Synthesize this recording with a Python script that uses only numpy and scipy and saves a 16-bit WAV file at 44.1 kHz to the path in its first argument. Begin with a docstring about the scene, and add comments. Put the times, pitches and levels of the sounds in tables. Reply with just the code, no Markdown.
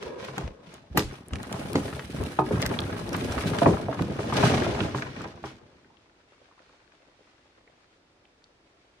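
"""First a wooden board scrapes under a shoe: a foot is shoving old shingles and boards down a roof.
The board sticks and slips, dry splinters snap, and loose pieces knock together and drum on the hollow
roof deck. The heap slides off the edge and crashes to the ground, and a last piece lands. Then the
debris settles with a light patter in quiet outdoor air, with dull echoes off a shed and trees."""
import sys
import numpy as np
from scipy import signal
from scipy.fft import rfft, irfft
from scipy.io import wavfile
from scipy.ndimage import uniform_filter1d

SR = 44100
rng = np.random.default_rng(int(sys.argv[2]) if len(sys.argv) > 2 else 0)


def int16_out(signal):
    """Quantize to a 16-bit WAV file."""
    q = np.round(np.clip(np.atleast_2d(signal).T, -1, 1) * 32767)
    wavfile.write(sys.argv[1], SR, q.astype(np.int16))


N = 396900  # 9 seconds
TIME = np.arange(N) / SR
RING_TIME = TIME[:SR // 4]  # a quarter second, room for one blow
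CUTOFF_HZ = 15900
SCATTER_DB = 4  # how much random touches vary in strength


def from_db(db):
    """Turn decibels into a gain to multiply by."""
    return np.exp(np.asarray(db) * np.log(10) / 20)


def rms_one(x):
    """Scale a sound so that its average (rms) level is 1."""
    return x / np.sqrt(np.mean(x ** 2) + 1e-20)


def gains(rows):
    """Make one gain curve over time for each dB column of a table."""
    times, *columns = np.transpose(rows)
    return [from_db(np.interp(TIME, times, db)) for db in columns]


def gain_at(spectrum, hz):
    """Read the gain at a frequency from rows of (Hz, dB)."""
    known_hz, db = np.transpose(spectrum)
    return from_db(np.interp(np.log(hz + 1e-9), np.log(known_hz), db))


def colour(x, spectrum):
    """Shape a sound's bass and treble with rows of (Hz, dB)."""
    return irfft(rfft(x) * gain_at(spectrum, np.arange(N // 2 + 1) * SR / N), N)


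def band(x, hz, kind, order=2):
    """Keep the "low" or the "high" side of a frequency."""
    return signal.sosfilt(signal.butter(order, hz, kind, fs=SR, output="sos"), x + 1e-18)


def add(out, start_s, sound):
    """Mix a short sound in at its start time."""
    i = max(round(start_s * SR), 0)
    out[:, i:i + sound.shape[-1]] += sound[..., :N - i]


def at_level(x, db):
    """Scale a blow so that its loudest fiftieth of a second has this level."""
    power = uniform_filter1d(x.mean(axis=0) ** 2, SR // 50)
    return x * from_db(db) / np.sqrt(power.max())


def evened(x, span_s):
    """Hold the overall level near 1 while single touches still stand out."""
    power = uniform_filter1d(np.mean(x ** 2, axis=0), int(span_s * SR))
    return x / np.sqrt(uniform_filter1d(power, int(span_s * SR / 2)) + 0.0013 * power.mean())


def fade(ring_s):
    """A ring dies away; its ring time is how long it takes to fall by 60 dB."""
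    return np.exp(-np.log(1000) * RING_TIME / ring_s)


def contacts(per_s, spread_db, size=N):
    """Random touches: many light ones and a few hard ones."""
    strength = from_db(spread_db * np.minimum(rng.exponential(1, size), 4))
    return (rng.random(size) < per_s / SR) * strength * rng.choice([-1, 1], size)


def clumps(depth_db, span_s):
    """A gain that swells and sags at random as the heap catches and slips."""
    size = int(span_s * SR)
    wander = uniform_filter1d(uniform_filter1d(rng.standard_normal(N), size), size)
    return from_db(depth_db * rms_one(wander))


# How wide air and wood sound. Each row: frequency in Hz, level of the sides against the middle in dB.
STEREO_WIDTH = [(130, -15.5), (290, -13), (640, -3.5), (1400, 0), (3000, 2)]
# The tone of the steady background hiss, with a dip in its top treble.
# Each row: frequency in Hz, relative level in dB.
HISS_TONE = [(15, -46.5), (25, 10.5), (66, 1.5), (202, -3), (326, 2.5), (420, -2), (5000, -14.5),
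             (10000, -28), (11500, -47), (13800, -38.5), (15000, -45.5)]


def air():
    """A steady outdoor hush, wider toward the treble."""
    middle, side = rng.standard_normal((2, N))
    hush = middle + colour(side, STEREO_WIDTH) * [[1], [-1]]
    return from_db(-62.5) * rms_one(colour(hush, HISS_TONE))


# Echoes off the shed and the trees. Each row: delay in seconds, level in dB against the direct sound.
ECHOES = [(0.012, -21.5), (0.029, -13), (0.05, -25.5)]


def with_echoes(x):
    """A few dull echoes come back from alternate sides."""
    out, dull = x.copy(), band(x, 4900, "low", order=1)
    for delay_s, db in ECHOES:
        dull = dull[::-1]  # swap left and right
        add(out, delay_s, from_db(db) * dull)
    return out


def wood_ring(hz, ring_s, below_db, above_db, side_db=0, count=28):
    """Struck wood rings in many uneven tones, weaker by so many dB per octave below and above its pitch."""
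    octaves = np.linspace(-2, 2, count) + rng.uniform(-1.78, 1.65, count) / count
    octaves = octaves[hz * 2 ** octaves < CUTOFF_HZ]
    tone_hz = hz * 2 ** octaves
    t = RING_TIME[:int(2 * ring_s * SR)]
    life_s = ring_s * np.sqrt(hz / tone_hz)  # high tones die first
    tones = np.sin(2 * np.pi * np.outer(tone_hz, t)) * np.exp(-np.log(1000) * np.outer(1 / life_s, t))
    strength = from_db(np.minimum(below_db * octaves, -above_db * octaves)) / np.sqrt(life_s)
    # every tone spreads in its own direction
    middle = rng.choice([-1, 1], len(tone_hz))
    side = rng.standard_normal(len(tone_hz)) * gain_at(STEREO_WIDTH, tone_hz) * from_db(side_db)
    sound = (np.array([middle + side, middle - side]) * strength) @ tones
    sound *= 1 - np.exp(-(t * hz * 2) ** 2)  # the contact lasts half a cycle
    return sound / np.sqrt(np.sum(sound ** 2))


def heap(low_hz, high_hz, per_s, ring_s, tilt_db, count=24):
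    """Random touches land on pieces of many sizes; small, high pieces ring more briefly."""
    touches = contacts(per_s, SCATTER_DB)
    piece_hit = rng.integers(0, count, N)
    out = np.zeros((2, N))
    for piece, hz in enumerate(np.geomspace(low_hz, high_hz, count)):
        ring = wood_ring(hz, ring_s * np.sqrt(low_hz / hz), below_db=15, above_db=11, count=15)
        ring *= from_db(tilt_db * np.log2(hz / low_hz))
        for i in np.flatnonzero(touches * (piece_hit == piece)):
            add(out, i / SR, touches[i] * ring)
    return out


# The tone of rubbing grit. Each row: frequency in Hz, relative level in dB.
GRIT_TONE = [(700, -11.5), (1500, -3), (2500, -4), (4800, -7), (7000, -10), (10000, -4), (15000, -17)]


def grit(per_s=4000):
    """Crumbs and rough grain rub: fine ticks ring first one thin shingle, then another."""
    out = 0
    for shingle in range(3):
        grains = np.array([contacts(per_s / 3, SCATTER_DB) for ear in range(2)])
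        ring = wood_ring(4500, ring_s=.03, below_db=-1.5, above_db=1, count=60)
        ringing = signal.fftconvolve(grains, ring, axes=1)[:, :N]
        rub = rms_one(colour(grains, GRIT_TONE)) + from_db(-2) * rms_one(colour(ringing, GRIT_TONE))
        out = out + rub * clumps(3.5, .06)
    return evened(band(out, 900, "high"), .1)


# How loud the settling debris is. Each row: time in seconds, level in dB.
SETTLE_LEVELS = [(5.4, -96), (5.7, -71), (6.15, -69.5), (6.55, -62.5), (7.4, -67), (7.7, -65.5), (8, -73),
                 (9, -70)]


def settling():
    """Debris on the ground settles with a far, light patter and an uneven rustle."""
    patter = evened(heap(400, 2000, per_s=110, ring_s=.05, tilt_db=-1.5, count=14), .3)
    rustle = band(grit(), 6500, "low", order=4) * clumps(2.3, .06)
    return gains(SETTLE_LEVELS)[0] * (patter + from_db(1.5) * rustle)


# Short pitched ticks; around 6.3-6.7 seconds, a faint run like a distant bird or a creak.
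# Each row: start in seconds, level in dB, pitch in Hz.
PITCHED_TICKS = [(1.284, -47, 9710), (2.663, -33, 1670), (2.789, -27.5, 3420), (3.77, -35.5, 1103),
                 (3.927, -34, 1200), (4.621, -31.5, 1650), (4.75, -40, 2320), (4.805, -31.5, 2810),
                 (4.984, -39, 1526), (5.207, -42, 1350), (5.845, -59, 1700), (5.9, -58, 900),
                 (5.97, -61, 3020), (6.331, -61, 1284), (6.512, -58, 1092), (6.579, -60, 1040),
                 (6.693, -60, 1240), (6.733, -62, 1013), (7.676, -58, 2010), (8.253, -59.5, 2720),
                 (8.441, -55, 4460)]


def ticks(ring_cycles=58):
    """Each tick is a brief, clear ring near its pitch."""
    out = np.zeros((2, N))
    for start_s, db, hz in PITCHED_TICKS:
        ring = wood_ring(hz, ring_cycles / hz, below_db=29.5, above_db=29.5, side_db=-3.5)
        add(out, start_s, at_level(ring, db))
    return out


# How loud the board under the shoe is. 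Each row: time in seconds, level in dB.
SCRAPE_LEVELS = [(0, -55), (.03, -38), (.2, -40.5), (.36, -48.5), (.62, -55), (.9, -100)]
# Its tones. Each row: starting pitch in Hz, width in Hz, relative level in dB, glide in octaves a second.
SCRAPE_TONES = [(430, 150, 6, 0.7), (930, 140, -2, 0.68), (1200, 140, -9.5, 0.03), (1740, 61, -8, -0.55)]


def scrape(travel_s=.3):
    """A dragged board sticks and slips; the slips ring its tones, which glide while it travels."""
    slips = contacts(810, SCATTER_DB)
    slips = slips + from_db(2.5) * np.array([contacts(900, SCATTER_DB) for ear in range(2)])
    board = 0
    for hz, width_hz, db, glide in SCRAPE_TONES:
        pitch_hz = hz * 2 ** (glide * np.minimum(TIME, travel_s))
        spin = np.exp(2j * np.pi * np.cumsum(pitch_hz) / SR)
        tone = (spin * band(slips / spin, width_hz / 2, "low")).real  # keep what lies near the pitch
        board = board + from_db(db) * tone
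    return gains(SCRAPE_LEVELS)[0] * evened(board, 0.051)


# Weight coming down on the deck. Each row: start in seconds, level in dB, pitch in Hz.
DECK_THUMPS = [(0.436, -30.5, 61), (0.899, -37, 70), (0.947, -29, 215.7), (1.038, -29, 53.8),
               (1.321, -27.5, 80.5), (2.142, -30, 179.5), (2.197, -29, 64.3), (2.232, -34.5, 93),
               (2.529, -22.5, 140), (3.454, -23, 185), (4.005, -23.5, 176.5), (4.097, -28.5, 160.2),
               (4.81, -28, 158.3)]


def thumps():
    """Soft, heavy blows stir only the low tones of the stack, and the shoe damps them."""
    out = np.zeros((2, N))
    for start_s, db, hz in DECK_THUMPS:
        add(out, start_s, at_level(wood_ring(hz, ring_s=0.2, below_db=9.5, above_db=7.5), db))
    return out


def from_aside(x, max_lag_s=.0003):
    """A close sound reaches one microphone a little before the other."""
    lag = round(rng.uniform(-1, 1) * max_lag_s * SR)
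    return np.array([np.roll(x[0], max(lag, 0)), np.roll(x[1], max(-lag, 0))])


# Splinters breaking. Each row: time of the crack in seconds, level in dB, pitch in Hz.
SPLINTER_SNAPS = [(.027, -45, 2240), (.249, -51, 3824), (0.381, -39, 3220), (0.478, -43, 1720),
                  (.741, -52.5, 6230), (0.975, -24, 4704), (0.994, -31, 3450), (1.335, -38.5, 2240),
                  (1.357, -40, 2500), (1.431, -47, 8250), (1.527, -41.5, 5900), (1.732, -42, 9350),
                  (1.756, -30, 2040), (2.237, -46.5, 8240), (2.619, -36.5, 6500), (2.626, -32.5, 3000),
                  (2.663, -33.5, 5500), (2.804, -41, 11400), (3.092, -45, 11860), (3.131, -41, 11500),
                  (3.144, -42, 2180), (3.166, -44, 8900), (3.587, -39.5, 3260), (4.022, -43, 3700)]


def snaps(crackle_s=.005, typical_db=-38):
    """Dry fibres crackle as they bend, give way in one crack, and crackle out."""
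    out = np.zeros((2, N))
    lead = SR // 50  # samples before the crack
    since_crack = RING_TIME - lead / SR
    for crack_s, db, hz in SPLINTER_SNAPS:
        fibres = from_db(-15) * contacts(2500, 2, size=len(RING_TIME))
        tear_s = crackle_s * np.sqrt(from_db(db - typical_db))  # louder, thicker splinters tear longer
        force = fibres * np.exp(np.minimum(2 * since_crack / crackle_s, -since_crack / tear_s))
        force[lead] = 1
        splinter = wood_ring(hz, ring_s=0.0049, below_db=3.2, above_db=3.2, side_db=-7.5, count=40)
        crack = from_aside(signal.fftconvolve(force[None], splinter))
        add(out, crack_s - lead / SR, at_level(crack, db))
    return out


def landing(rattle_s, per_s, rattle_db):
    """The force of a loose piece landing: one hit, then dying chatter."""
    chatter = contacts(per_s, 1.5, size=len(RING_TIME))
    force = from_db(rattle_db) * chatter * np.exp(-RING_TIME / rattle_s)
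    force[0] = 1
    return force[None]


# The hollow roof deck's tones. Each row: pitch in Hz, relative level in dB, ring time in seconds.
DECK_TONES = [(87.5, -11.5, 0.25), (126.2, -5.5, 0.47), (140, 3, 0.16), (190, 3, 0.07), (269, -9.5, 0.041),
              (309.4, -6, 0.29), (412.4, -1, 0.14)]


def deck_ring(rise_s=.004):
    """The heavy deck's tones build up; the spot and the load on it vary their strength and pitch."""
    ring = 0
    for hz, db, ring_s in DECK_TONES:
        strength = from_db(db + rng.normal(0, 1.8)) * rng.choice([-1, 1])
        tone = np.sin(2 * np.pi * hz * rng.uniform(.94, 1.06) * RING_TIME)
        ring = ring + strength * tone * fade(ring_s)
    return (1 - np.exp(-RING_TIME / rise_s)) * ring[None]


# A long, loose plank landing on its edge. Each row: start in seconds, level in dB,
# pitch as a multiple of its tones, deck level in dB against the hit.
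PLANK_HITS = [(2.388, -17.5, 0.99, -8.5), (3.618, -18, 0.77, -6.5), (3.884, -25, .72, -6)]
# Its hollow tones. Each row: pitch in Hz, relative level in dB, ring time in seconds.
PLANK_TONES = [(376.5, -9.5, 0.15), (650, -1.5, .05), (750, -3.5, .04), (900, 2, 0.066),
               (1037, -2.5, 0.046), (1240, -2, 0.04), (1700, -12, .028), (2500, -14.5, 0.022)]


def plank():
    """The plank clacks on the pile and chatters along its edge, so each tone is struck in its own way."""
    out = np.zeros((2, N))
    rise = 1 - np.exp(-RING_TIME / .002)
    for start_s, db, pitch, deck_db in PLANK_HITS:
        ring = 0
        for hz, tone_db, ring_s in PLANK_TONES:
            side = rng.standard_normal() * gain_at(STEREO_WIDTH, hz) / 2
            pan = np.array([[1 + side], [1 - side]])
            tone = np.sin(2 * np.pi * hz * pitch * RING_TIME) * fade(ring_s) * rise
            struck = signal.fftconvolve(landing(.018, per_s=470, rattle_db=-8.5), tone[None])
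            ring = ring + from_db(tone_db) * rng.choice([-1, 1]) * pan * struck
        clack = wood_ring(880 * pitch, ring_s=0.033, below_db=11.5, above_db=15.5)
        add(out, start_s, at_level(ring, db - 1.5))
        add(out, start_s, at_level(clack, db - 4.5))
        add(out, start_s, at_level(deck_ring(), db + deck_db))
    return out


# Wood striking wood. Each row: start in seconds, level in dB, pitch in Hz,
# deck level in dB against the knock.
BOARD_KNOCKS = [(.284, -39.5, 1145, -3.5), (0.379, -34, 900, -3), (.972, -19.5, 990, -2),
                (0.977, -23, 320, -20), (1.526, -41, 1310, 1), (1.541, -35.5, 900, 2),
                (1.752, -20.5, 265.5, -9), (1.88, -40, 1700, -12), (1.927, -38, 1270, -4.5),
                (1.994, -34, 1916, -10), (2.508, -23.5, 430, -11), (2.712, -31.5, 900, -3.5),
                (3.146, -29.5, 1464, -6), (3.379, -30.5, 1298, -5), (3.587, -31, 1784, -5.5),
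                (3.658, -16, 672, -12), (3.664, -12.5, 302.5, -16), (3.991, -31, 1005, -5.5),
                (4.191, -30, 626, -0.5), (4.324, -25.5, 785, -5), (4.379, -25.5, 800, -1),
                (4.434, -17.5, 782, -1), (4.538, -24, 798, -0.5), (4.665, -26, 622, -6.5),
                (4.748, -32.5, 750, -1), (4.79, -31.5, 754, -2), (4.804, -30.5, 1400, -1),
                (4.946, -28, 850, -0.5), (5.021, -32.5, 1614, -10), (5.253, -38, 849, -11),
                (5.439, -33.5, 925, -6.5)]


def knocks():
    """Boards clap together and shake the deck, which throws up a little grit."""
    out = np.zeros((2, N))
    puff = RING_TIME * np.exp(-RING_TIME / 0.025)
    for start_s, db, hz, deck_db in BOARD_KNOCKS:
        size = np.sqrt(1000 / hz)  # bigger, lower boards rattle and ring longer
        force = landing(rattle_s=0.012 * size, per_s=410, rattle_db=-12.5)
        ring = wood_ring(hz, ring_s=0.049 * size, below_db=9, above_db=10, side_db=-3, count=44)
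        board = signal.fftconvolve(force, ring)
        deck = signal.fftconvolve(force, deck_ring())
        noise = rng.standard_normal((2, len(RING_TIME)))
        dust = band(band(noise, 1900, "high"), 6600, "low") * puff
        add(out, start_s, at_level(board, db))
        add(out, start_s, at_level(deck, db + deck_db))
        add(out, start_s, at_level(dust, db + deck_db - 17))
    return out


def swell(peak_s, hold_s, rise_db_per_s, fall_db_per_s):
    """A level in dB that rises to 0 at peak_s, holds, then falls."""
    before_s, after_s = np.maximum(peak_s - TIME, 0), np.maximum(TIME - peak_s - hold_s, 0)
    return -rise_db_per_s * before_s - fall_db_per_s * after_s


# The long slide down the roof. Each row: time in seconds, clatter level in dB, grit level in dB.
SLIDE_LEVELS = [(1.2, -62, -76), (1.355, -43.5, -52.5), (1.799, -36.5, -42), (2.08, -47, -48),
                (2.22, -35.5, -44), (2.36, -47, -45.5), (2.599, -32, -45), (3.03, -38.5, -45),
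                (3.2, -34.5, -41), (3.5, -34, -36.5), (3.72, -29, -43.5), (3.86, -39, -49),
                (4.12, -39, -48), (4.601, -66, -70)]
# Short slips of loose shingles. Each row: time of the peak in seconds, how long it holds in seconds,
# clatter level in dB, grit level in dB.
SHINGLE_SLIPS = [(0.029, 0.063, -47, -47.5), (0.2, 0.09, -47.5, -46.5), (0.353, 0.097, -42.5, -50.5),
                 (0.674, 0.094, -52, -54), (0.964, 0.2, -47, -50), (5.199, 0.016, -38.5, -45.5),
                 (5.461, 0.006, -47, -47)]


def heap_motion(crash_s=4.448):
    """The slide, the slips and the crash add up to three gain curves: rumble, clatter and grit."""
    times, *columns = np.transpose(SLIDE_LEVELS)
    clatter_db, grit_db = [np.interp(TIME, times, db, right=-np.inf) for db in columns]
    moves_db = [(clatter_db + 1, clatter_db, grit_db)]  # the deck's rumble follows the clatter
    for peak_s, hold_s, clatter_db, grit_db in SHINGLE_SLIPS:
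        slip = swell(peak_s, hold_s, rise_db_per_s=286.5, fall_db_per_s=170)
        moves_db.append((clatter_db - 1.5 + slip, clatter_db + slip, grit_db + slip))
    # the heap pours onto the ground, with a tighter spray of grit at the peak
    crash = swell(crash_s, 0, rise_db_per_s=63.5, fall_db_per_s=29)
    spray = swell(crash_s, 0, rise_db_per_s=90, fall_db_per_s=90)
    moves_db.append((crash - 25, crash - 24, np.maximum(1.07 * crash - 30, spray - 26.5)))
    return np.sqrt(sum(from_db(move) ** 2 for move in moves_db))


# How crisp the crumbling is; a rubber sole or the heap below the edge sounds duller.
# Each row: time in seconds, crisp share from 0 to 1.
CRISPNESS = [(.9, 0.23), (1.5, 0.9), (3.6, 0.63), (4.5, .25), (5, 0.12)]


def slide_and_crash():
    """The moving heap drums on the deck, clatters and grinds in uneven surges, then hits the ground."""
    rumble_gain, clatter_gain, grit_gain = heap_motion()
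    rumble = evened(heap(81.8, 270, per_s=200, ring_s=.12, tilt_db=0, count=12), .12)
    clatter = evened(heap(298.6, 1896, per_s=300, ring_s=.12, tilt_db=-2.5), .12)
    chips = evened(heap(2100, 5200, per_s=110, ring_s=.04, tilt_db=-2, count=16), .12)
    crisp = grit()
    dull = colour(crisp, [(6000, 3.5), (12000, -28)])
    share = np.interp(TIME, *np.transpose(CRISPNESS))
    crumbs = share * crisp + (1 - share) * dull
    rubbing = (crumbs + from_db(-6) * chips) * clumps(1.8, 0.012)
    return rumble_gain * rumble + clatter_gain * clatter + grit_gain * rubbing


def scene():
    """The slide and crash give way to settling; single blows stand out of both."""
    wood = slide_and_crash() + settling() + scrape() + knocks() + plank() + thumps() + snaps() + ticks()
    return with_echoes(wood) + air()


# The overall tone of the sound, with a narrow dip near 12 kHz and softened top treble.
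# Each row: frequency in Hz, boost or cut in dB.
OVERALL_TONE = [(25, -13.5), (60, 0), (400, 1), (1500, -1.5), (5000, -3.5), (10500, -4), (11800, -25),
                (13000, 0.5), (16000, -18)]


def record(dry):
    """Shape the overall tone, round off the peaks and cut the highest treble."""
    rounded = np.tanh(colour(dry, OVERALL_TONE))
    return signal.sosfilt(signal.ellip(10, .1, 80, CUTOFF_HZ, fs=SR, output="sos"), rounded)


dry = scene()
out = record(dry)
int16_out(out)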